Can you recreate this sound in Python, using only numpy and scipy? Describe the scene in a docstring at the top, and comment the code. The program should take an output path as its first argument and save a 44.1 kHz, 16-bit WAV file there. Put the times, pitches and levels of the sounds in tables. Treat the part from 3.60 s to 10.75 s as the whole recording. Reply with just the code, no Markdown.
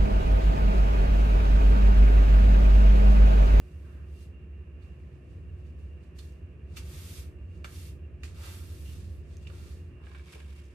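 """An appliance hums and hisses throughout in a small tiled room, its rumble swelling and sinking.
From the start a stiff hand brush sweeps dust over floor tiles: clouds of stick-slip clicks make its strokes
and dabs, bristles land as short crunches, and its knocks are damped modes struck by a firm contact and a
brief chatter. After a long sweep and a last stroke, a plastic dustpan bumps and scrapes into place, its tray
ringing. Bits of grit tick, plastic rubs as resonant noise, and close echoes and a short tail place it all."""
import sys
import numpy as np
from scipy import signal
from scipy.fft import rfft, irfft
from scipy.io import wavfile
from scipy.ndimage import uniform_filter1d

SR = 44100
rng = np.random.default_rng(int(sys.argv[2]) if len(sys.argv) > 2 else 0)


def waveform_to_disk(signal):
    """Save audio, clipped to [-1, 1], as 16-bit WAV at the path in sys.argv[1]."""
    frames = np.transpose(np.atleast_2d(signal))
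    scaled = np.clip(frames, -1, 1) * 32767
    samples = np.round(scaled).astype(np.int16)
    wavfile.write(sys.argv[1], SR, samples)


N = 315182
T = np.arange(N) / SR  # s
HZ = np.fft.rfftfreq(N, 1 / SR)
EDGE_HZ = 14600  # upper band limit
EASE_DB_PER_S = 30  # the hand bears down as a stroke begins, then eases off

# Levels in the tables are taken before the trims in the functions and before the room.
# short brush strokes: start_s, attack_s, hold_s, release_s (per 20 dB), drag_db, swell_db (over the hold),
# tips_db (fizz against the drag), press_db (pressure against the drag)
STROKES = [(-0.05, .03, .37, .25, -75, -1, -6.5, -2), (0.42, .08, .13, .085, -75.5, 10.5, -8, -14),
           (1.19, .03, 1.25, .1, -84.5, -1.5, -9.5, -10), (2.54, .05, .06, .17, -65, 0, -9, -12),
           (3.19, .16, .25, .088, -55, 2.2, -4.3, 0), (4.03, .13, .12, .085, -56.3, -2.5, -4, -6),
           (5.85, .11, .15, .2, -63, .7, -9, 5.5)]
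# one long sweep along the door: time_s, drag_db, fizz_db
LONG_SWEEP = [(4.745, -71, -76), (4.855, -56, -61), (4.947, -60, -61), (5.039, -65, -67), (5.205, -66, -68),
              (5.329, -63, -67), (5.471, -71, -80), (5.557, -76, -78), (5.62, -83, -88)]
# dabs of the bristles, and the brushing tail after a landing:
# peak_s, drag_db, rise_s (per 20 dB), fall_s (per 20 dB)
DABS = [(1.235, -75.5, .04, .2), (1.41, -83, .1, .15), (1.535, -81, .05, .15), (1.71, -76, .1, .19),
        (2.005, -78, .09, .04), (2.068, -74, .06, .11), (2.195, -75.5, .04, .22), (2.437, -75, .05, .12),
        (3.19, -58, .095, .13), (3.96, -73, .17, .16), (4.66, -60, .05, .18), (5.735, -67.5, .2, .14),
        (5.83, -67, .08, .15)]
# friction colour of the bristles: freq_hz, density_db (per Hz)
BRISTLE_COLOUR = [(100, -59), (300, -23.5), (800, -9.5), (1500, -4.5), (2400, -0.5), (3600, 1), (5000, 0),
                  (6500, -1.5), (8400, -3.5), (10000, -10.5), (14500, -24.5)]
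# fizz of the bristle tips, also of dust under the pan: freq_hz, density_db (per Hz)
TIP_COLOUR = [(3000, -48), (7000, -16), (8800, -6), (10500, -5.5), (12300, -5.5), (14500, -9.5)]
# ringing of lightly touched tufts: freq_hz, width_hz, level_db
TUFT_MODES = [(4020, 420, 0), (4550, 500, -2.5), (8500, 990, -4)]
# ringing of the plastic brush back: freq_hz, width_hz, level_db
BRUSH_MODES = [(560, 154, 1), (925, 90, -0.5), (1185, 143, 1.5), (1394, 70, 2), (1573, 87, 1),
               (2000, 120, -0.5), (2300, 90, 0.5), (2776, 210, 1), (3452, 120, -4), (3660, 190, -4.5),
               (4320, 140, -2.5), (4750, 300, -9.5)]
# bristles slapping down: start_s, level_db, rise_s, fall_s, tips_db (fizz against the crunch)
LANDINGS = [(2.582, -52.5, 0.0075, 0.012, -9), (3.159, -44, 0.015, 0.017, -6),
            (4.041, -50, 0.0052, 0.02, -9), (4.632, -49.5, .003, 0.03, -13), (5.871, -58, .002, .012, -20)]
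# knocks of the brush on tile, tufts twanging or the plastic back ringing:
# start_s, level_db, centre_hz, spread_octaves, chatter_s
KNOCKS = [(1.222, -69, 4200, .25, .012), (2.589, -52.5, 4100, 0.25, 0.012), (3.168, -45, 3600, 1.6, 0.012),
          (4.0435, -40.5, 1750, 1.1, 0.006), (4.633, -43, 2800, 0.53, 0.0057),
          (5.869, -47.5, 2700, 0.35, 0.006), (5.898, -52.5, 1400, 1.8, .005)]
# dustpan sliding into place: time_s, scrape_db (its lip), tray_db (its ring), dust_db (fizz underneath)
SLIDE = [(6.38, -92, -86, -110), (6.46, -68, -68, -100), (6.64, -66.5, -66, -100),
         (6.73, -56.5, -61.5, -73), (6.8, -61.5, -64, -84), (6.88, -66, -67, -85), (6.97, -65, -69, -80),
         (7.1, -71, -82, -100)]
# friction colour of the dustpan lip: freq_hz, density_db (per Hz)
SCRAPE_COLOUR = [(400, -31), (1500, -4), (2800, 7), (4000, -5), (5200, -1.5), (6500, -5.5), (8500, -4.5),
                 (10000, -10), (12000, -11.5), (14500, -28)]
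# ringing of the dustpan: freq_hz, width_hz, level_db
PAN_MODES = [(402, 120, 0), (790, 180, -3.5), (1070, 190, -1.5), (1660, 120, 1.5), (2280, 91, 0),
             (2850, 210, -2.5), (3850, 750, -10)]
# dustpan bumps: start_s, level_db, centre_hz, spread_octaves, chatter_s
BUMPS = [(6.437, -60, 2200, 1.5, .004), (6.467, -54, 1400, 0.8, .01), (6.514, -58, 1600, 1, 0.012),
         (6.547, -50, 1700, .9, 0.018), (6.595, -56, 2200, 0.49, .004), (6.682, -57, 3520, 0.9, .004),
         (6.728, -53, 2850, 1.4, .012), (6.755, -48.5, 397, 0.45, 0.012), (6.802, -54.5, 2200, 0.85, 0.005)]
# plastic rubbing on tile, dull scuffs to faint squeaks: start_s, length_s, centre_hz,
# width_hz (of the resonance before it is squared), level_db
RUBS = [(0.199, .28, 1370, 900, -68.5), (5.24, 0.1, 2850, 400, -63), (5.843, 0.031, 2730, 200, -60),
        (6.388, 0.075, 1080, 700, -66)]
# grit ticking under the bristles and the dustpan: start_s, level_db
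GRIT = [(2.723, -62), (5.743, -63), (5.7695, -48), (6.659, -58), (7.044, -62), (7.055, -59)]
# deep rumble of the appliance: freq_hz, density_db (per Hz)
RUMBLE_COLOUR = [(20, -22), (38, -14), (50, -3), (60, 0), (76, 4), (84, 15), (90, 10), (98, 2.5),
                 (110, -14), (160, -49.5), (400, -120)]
# swell of the rumble: time_s, level_db
RUMBLE_SWELL = [(0, -48.5), (.35, -43.5), (.9, -49), (1.7, -45), (2.7, -45), (3.4, -41.5), (4.5, -43.5),
                (5.4, -41), (6.1, -42.5), (6.7, -52), (7.15, -55)]
# rushing air of the appliance: freq_hz, density_db (per Hz)
RUSH_COLOUR = [(20, -34), (70, -22), (105, 8), (125, 11), (170, 8.5), (220, 0.5), (320, 0), (430, -3.5),
               (540, -9), (680, -13), (850, -25), (1500, -59), (4000, -100)]
# hiss of its pipes: freq_hz, density_db (per Hz)
HISS_COLOUR = [(500, -21), (850, -5.5), (1150, 0.5), (1420, -4), (1780, 0), (2050, -5), (2450, 0.5),
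               (2900, -5), (3300, -15), (4500, -21.5), (9000, -25), (14500, -32)]
# fuzzy whistles of its pipes: centre_hz, width_hz (of the resonance before it is squared), level_db
WHISTLES = [(1765, 170, -84.5), (2760, 105, -75.5)]
# tones of its motor: pitch_hz, level_db, unsteadiness (0-1)
MOTOR_TONES = [(58.2, -56, 0.35), (70.86, -46.5, 0.39), (361.2, -64.5, 0.13), (494.5, -79, 0.7),
               (605, -85, 1)]
# first echoes from floor, door, wall and cabinet: left_delay_s, right_delay_s
ECHOES = [(.00083, .00088), (.0019, .0022), (.0037, .0033), (.0058, .0064)]
# decay of the room: freq_hz, t60_s
ROOM_DECAY = [(250, 0.38), (1000, 0.43), (4000, 0.14), (8000, 0.21), (14000, 0.1)]
# left-right likeness of the sounds: freq_hz, likeness (0-1)
LIKENESS = [(30, 0.93), (125, 0.95), (250, 0.98), (500, 0.43), (1000, 0.18), (2500, 0.17), (5000, 0.12),
            (14000, 0.092)]
# stereo balance: freq_hz, left_over_right_db
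LEAN = [(60, -1.5), (250, -0.7), (500, -0.9), (1000, -3.8), (2000, -3.5), (4000, -2.5), (8000, -1.1),
        (12000, 1.2)]


def sweeping(press_db=-4.0, fizz_db=3.5, catch_db=-0.7, tuft_db=-9.5, damped_db=-65.0):
    """Thousands of bristles catch and flick on the tile; pressure from the hand shakes the brush back."""
    moves = [stroke(*row) for row in STROKES] + [dab(*row) for row in DABS] + [long_sweep()]
    drag, fizz, press = np.sqrt(sum(move ** 2 for move in moves))
    twang = np.minimum(drag, amp(damped_db)) * amp(tuft_db)  # a firm stroke damps the tufts
    flicks = slips(7000, 1.7) * amp(catch_db * wander(60))  # whole tufts catch together
    bristles = drag * colour(flicks, amp(read(BRISTLE_COLOUR, HZ)))
    tufts = twang * colour(slips(1500, 2.5), body(TUFT_MODES, HZ))
    back = amp(press_db) * press * colour(slips(3000, 1.6), body(BRUSH_MODES, HZ))
    tips = amp(fizz_db) * fizz * colour(slips(9000, 1.6), amp(read(TIP_COLOUR, HZ)))
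    return bristles + tufts + back + tips


def stroke(start, attack, hold, release, db, swell_db, tips_db, press_db):
    """The brush gathers speed, is drawn along and lifts off: gains of drag, fizz and pressure."""
    t = T - start - attack
    onset = np.clip(1 + t / attack, 0, 1)
    swell = swell_db * np.clip(t / hold, 0, 1)
    lift = 20 * np.maximum(t - hold, 0) / release
    drag = onset * amp(db + swell - lift)
    return np.array([drag, drag * amp(tips_db), drag * amp(press_db) * bearing(start)])


def long_sweep(drag_db=4., tips_db=2.5, press_db=6.5):
    """A hard push that trails off along the door: gains of drag, fizz and pressure."""
    s, db, fizz_db = np.transpose(LONG_SWEEP)
    drag = level(s, db + drag_db)
    return np.array([drag, level(s, fizz_db + tips_db), drag * amp(press_db) * bearing(s[0])])


def dab(s, db, rise, fall, tips_db=-14.5, press_db=-3.):
    """The bristles brush against the tile and fade: gains of drag, fizz and pressure."""
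    drag = amp(db - 20 * np.maximum((s - T) / rise, (T - s) / fall))
    return np.array([drag, drag * amp(tips_db), drag * amp(press_db)])


def bearing(start):
    """The share of the hand's pressure that is left as a stroke goes on."""
    return amp(-EASE_DB_PER_S * np.maximum(T - start, 0))


def landings():
    """Rows of bristles meet the floor within a few milliseconds: a short crunch."""
    crunch, fizz = np.zeros((2, N))
    for s, db, rise, fall, tips_db in LANDINGS:
        onset = np.clip((T - s) / rise, 0, 1)
        gain = amp(db) * onset * np.exp(-np.maximum(T - s - rise, 0) / fall)
        crunch += gain
        fizz += gain * amp(tips_db)
    bristles = colour(slips(10000, 0.67), amp(read(BRISTLE_COLOUR, HZ)))
    tips = colour(slips(12000, 1.8), amp(read(TIP_COLOUR, HZ)))
    return crunch * bristles + fizz * tips


def blows(rows, modes, rattle=.12, size=4096):
    """Each blow is one firm contact and a brief chatter that ring the modes in a band around its centre."""
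    out, t, hz = np.zeros((2, N)), np.arange(size) / SR, np.fft.rfftfreq(size, 1 / SR)
    for s, db, centre_hz, octaves, chatter in rows:
        force = rattle * rng.standard_normal((2, size)) * np.exp(-t / chatter)
        force[0] += np.arange(size) == SR // 1000  # the firm contact, 1 ms in
        band = 1 / (1 + 1j * (hz / centre_hz - centre_hz / (hz + 1)) / octaves)
        ring = colour(force, body(modes, hz) * band)
        loudest = uniform_filter1d((ring ** 2).mean(0), size=256).max()  # power over about 6 ms
        add(out, s, amp(db) * ring / np.sqrt(loudest))
    return out


def sliding(tray_db=-1.5, judder_db=2.):
    """The lip of the dustpan judders over the dusty tile and rings its tray."""
    s, *levels_db = np.transpose(SLIDE)
    scrape, tray, dust = (amp(np.interp(T, s, db, left=-140)) for db in levels_db)
    grains = slips(4000, 2.8) * amp(judder_db * wander(70))
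    lip = scrape * colour(grains, amp(read(SCRAPE_COLOUR, HZ)))
    ring = amp(tray_db) * tray * colour(grains, body(PAN_MODES, HZ))
    return lip + ring + dust * colour(grains, amp(read(TIP_COLOUR, HZ)))


def rubs():
    """Friction noise through one squared resonance, swelling and fading as the plastic passes."""
    out, hz = np.zeros((2, N)), np.fft.rfftfreq(SR, 1 / SR)
    for s, length, centre_hz, width, db in RUBS:
        size = int(length * SR)
        tone = colour(rng.standard_normal((2, SR)), body([(centre_hz, width, 0)], hz) ** 2)
        add(out, s, amp(db) * unit(tone[:, :size]) * signal.windows.tukey(size, .5))
    return out


def grit(ping_hz=6300, fall=0.00042, snap=0.16, size=256):
    """A grain of grit gives one tiny bright tick: a fast-fading ping with a snap of noise."""
    out, t = np.zeros((2, N)), np.arange(size) / SR
    for s, db in GRIT:
        tick = np.sin(2 * np.pi * ping_hz * t) + snap * np.diff(rng.standard_normal((2, size + 1)))
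        add(out, s, 2 * amp(db) * tick * np.exp(-t / fall))
    return out


def appliance(rumble_db=-2.5, rush_db=-53.0, rush_share=0.35, hiss_db=-69., flutter_db=-0.5,
              gurgle_db=3.2, drone_share=.25):
    """A motor's wavering tones over low rumble and rushing air, with hiss and fuzzy whistles from its pipes."""
    s, db = np.transpose(RUMBLE_SWELL)
    low_db = np.interp(T, s, db)
    swell_db = low_db - low_db.mean()
    rumble = amp(low_db + rumble_db) * noise(amp(read(RUMBLE_COLOUR, HZ)))
    rush = amp(rush_db + rush_share * swell_db) * noise(amp(read(RUSH_COLOUR, HZ)))
    hiss = amp(hiss_db + flutter_db * wander(7.6)) * noise(amp(read(HISS_COLOUR, HZ)))
    whistles = sum(amp(db + gurgle_db * wander(12)) * noise(body([(hz, width, 0)], HZ) ** 2)
                   for hz, width, db in WHISTLES)
    hum = 0
    for hz, db, shake in MOTOR_TONES:
        waver = 1 + shake * (wander(5.7) + 1j * wander(8.1))  # moves both level and phase
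        tone = (waver * np.exp(2j * np.pi * (hz * T + rng.random()))).real
        drone_db = drone_share * swell_db * (hz < 100)  # the deep tones swell with the rumble
        hum = hum + amp(db + drone_db) * np.sqrt(2) * tone
    return rumble + rush + hiss + whistles + hum


def corner(x, echo=.16):
    """Hard faces are close by: their first echoes comb the friction, differently at each ear."""
    comb = 1 + echo * sum(np.exp(-2j * np.pi * np.outer(delays, HZ)) for delays in ECHOES)
    return irfft(rfft(x) * comb, N) / np.sqrt(1 + len(ECHOES) * echo ** 2)


def room(x, wet_db=-5., size=22050):
    """Sparse echoes from tile and door, each band dying at its own speed."""
    struck = rng.random((2, size)) < 3000 / SR  # about 3000 echoes per second
    taps = rng.choice([-1., 1.], (2, size)) * struck * (np.arange(size) > .004 * SR)
    hz, t, z = signal.stft(taps, SR, nperseg=256)
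    tail = signal.istft(z * amp(-60 * t / read(ROOM_DECAY, hz)[:, None]), SR, nperseg=256)[1]
    tail /= np.linalg.norm(tail, axis=1, keepdims=True)
    wet = signal.fftconvolve(x, tail, axes=1)[:, :N]
    return (x + amp(wet_db) * wet) / np.hypot(1, amp(wet_db))


def slips(per_s, spread_db):
    """Tiny stick-slip clicks at random moments, a few of them large."""
    size = amp(spread_db * np.minimum(rng.exponential(1, (2, N)), 4))
    return size * rng.choice([-1, 1], (2, N)) * (rng.random((2, N)) < per_s / SR)


def body(modes, hz):
    """Response of a set of damped modes, alternating in sign."""
    return sum((-1) ** k * amp(db) * 1j * hz * width / (f * f - hz * hz + 1j * hz * width)
               for k, (f, width, db) in enumerate(modes))


def colour(pair, gain):
    """Shapes two unrelated signals into a left and right that are alike in the bass; rms 1."""
    hz = np.fft.rfftfreq(pair.shape[1], 1 / SR)
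    a, b = rfft(pair)
    same = np.clip(read(LIKENESS, hz), 0, 1)
    mid, side = a * np.sqrt(1 + same), b * np.sqrt(1 - same)
    return unit(irfft(np.array([mid + side, mid - side]) * gain, pair.shape[1]))


def noise(gain):
    """Steady noise of rms 1 with the given spectrum."""
    return colour(rng.standard_normal((2, N)), gain)


def wander(rate_hz):
    """Slow random drift of rms 1: noise kept below about the given rate."""
    return unit(irfft(rfft(rng.standard_normal(N)) / (1 + (HZ / rate_hz) ** 4), N))


def level(s, db):
    """A gain curve through the given points, silent outside them."""
    return amp(np.interp(T, s, db, left=-140, right=-140))


def read(points, hz):
    """A table over frequency, joined on a log-frequency axis."""
    f, value = np.transpose(points)
    return np.interp(np.log(hz + 1), np.log(f + 1), value)


def amp(db):
    """Decibels to linear gain."""
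    return 10 ** (np.asarray(db) / 20)


def unit(x):
    """Scales a sound to rms 1."""
    return x / np.sqrt(np.mean(x ** 2) + 1e-20)


def add(mix, s, sound):
    """Lays a sound into the mix at s seconds, cut at the end of the mix."""
    part = mix[:, round(s * SR):][:, :sound.shape[1]]
    part += sound[:, :part.shape[1]]


def scene():
    """Brush and dustpan in the room, over the appliance."""
    friction = corner(sweeping() + sliding(), echo=0.16) + rubs()
    hits = landings() + blows(KNOCKS, BRUSH_MODES) + blows(BUMPS, PAN_MODES) + grit()
    return room(friction, wet_db=-10.0) + room(hits, wet_db=-8.0) + appliance()


def record(dry):
    """Left and right microphones differ in balance by frequency; a steep low-pass then limits the band."""
    lean = amp(read(LEAN, HZ) * np.array([[.5], [-.5]]))
    heard = irfft(rfft(dry) * lean, N)
    low_pass = signal.firwin(511, EDGE_HZ, window=("kaiser", 9), fs=SR)
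    return signal.oaconvolve(heard, low_pass[None], "same")


dry = scene()
out = record(dry)
waveform_to_disk(out)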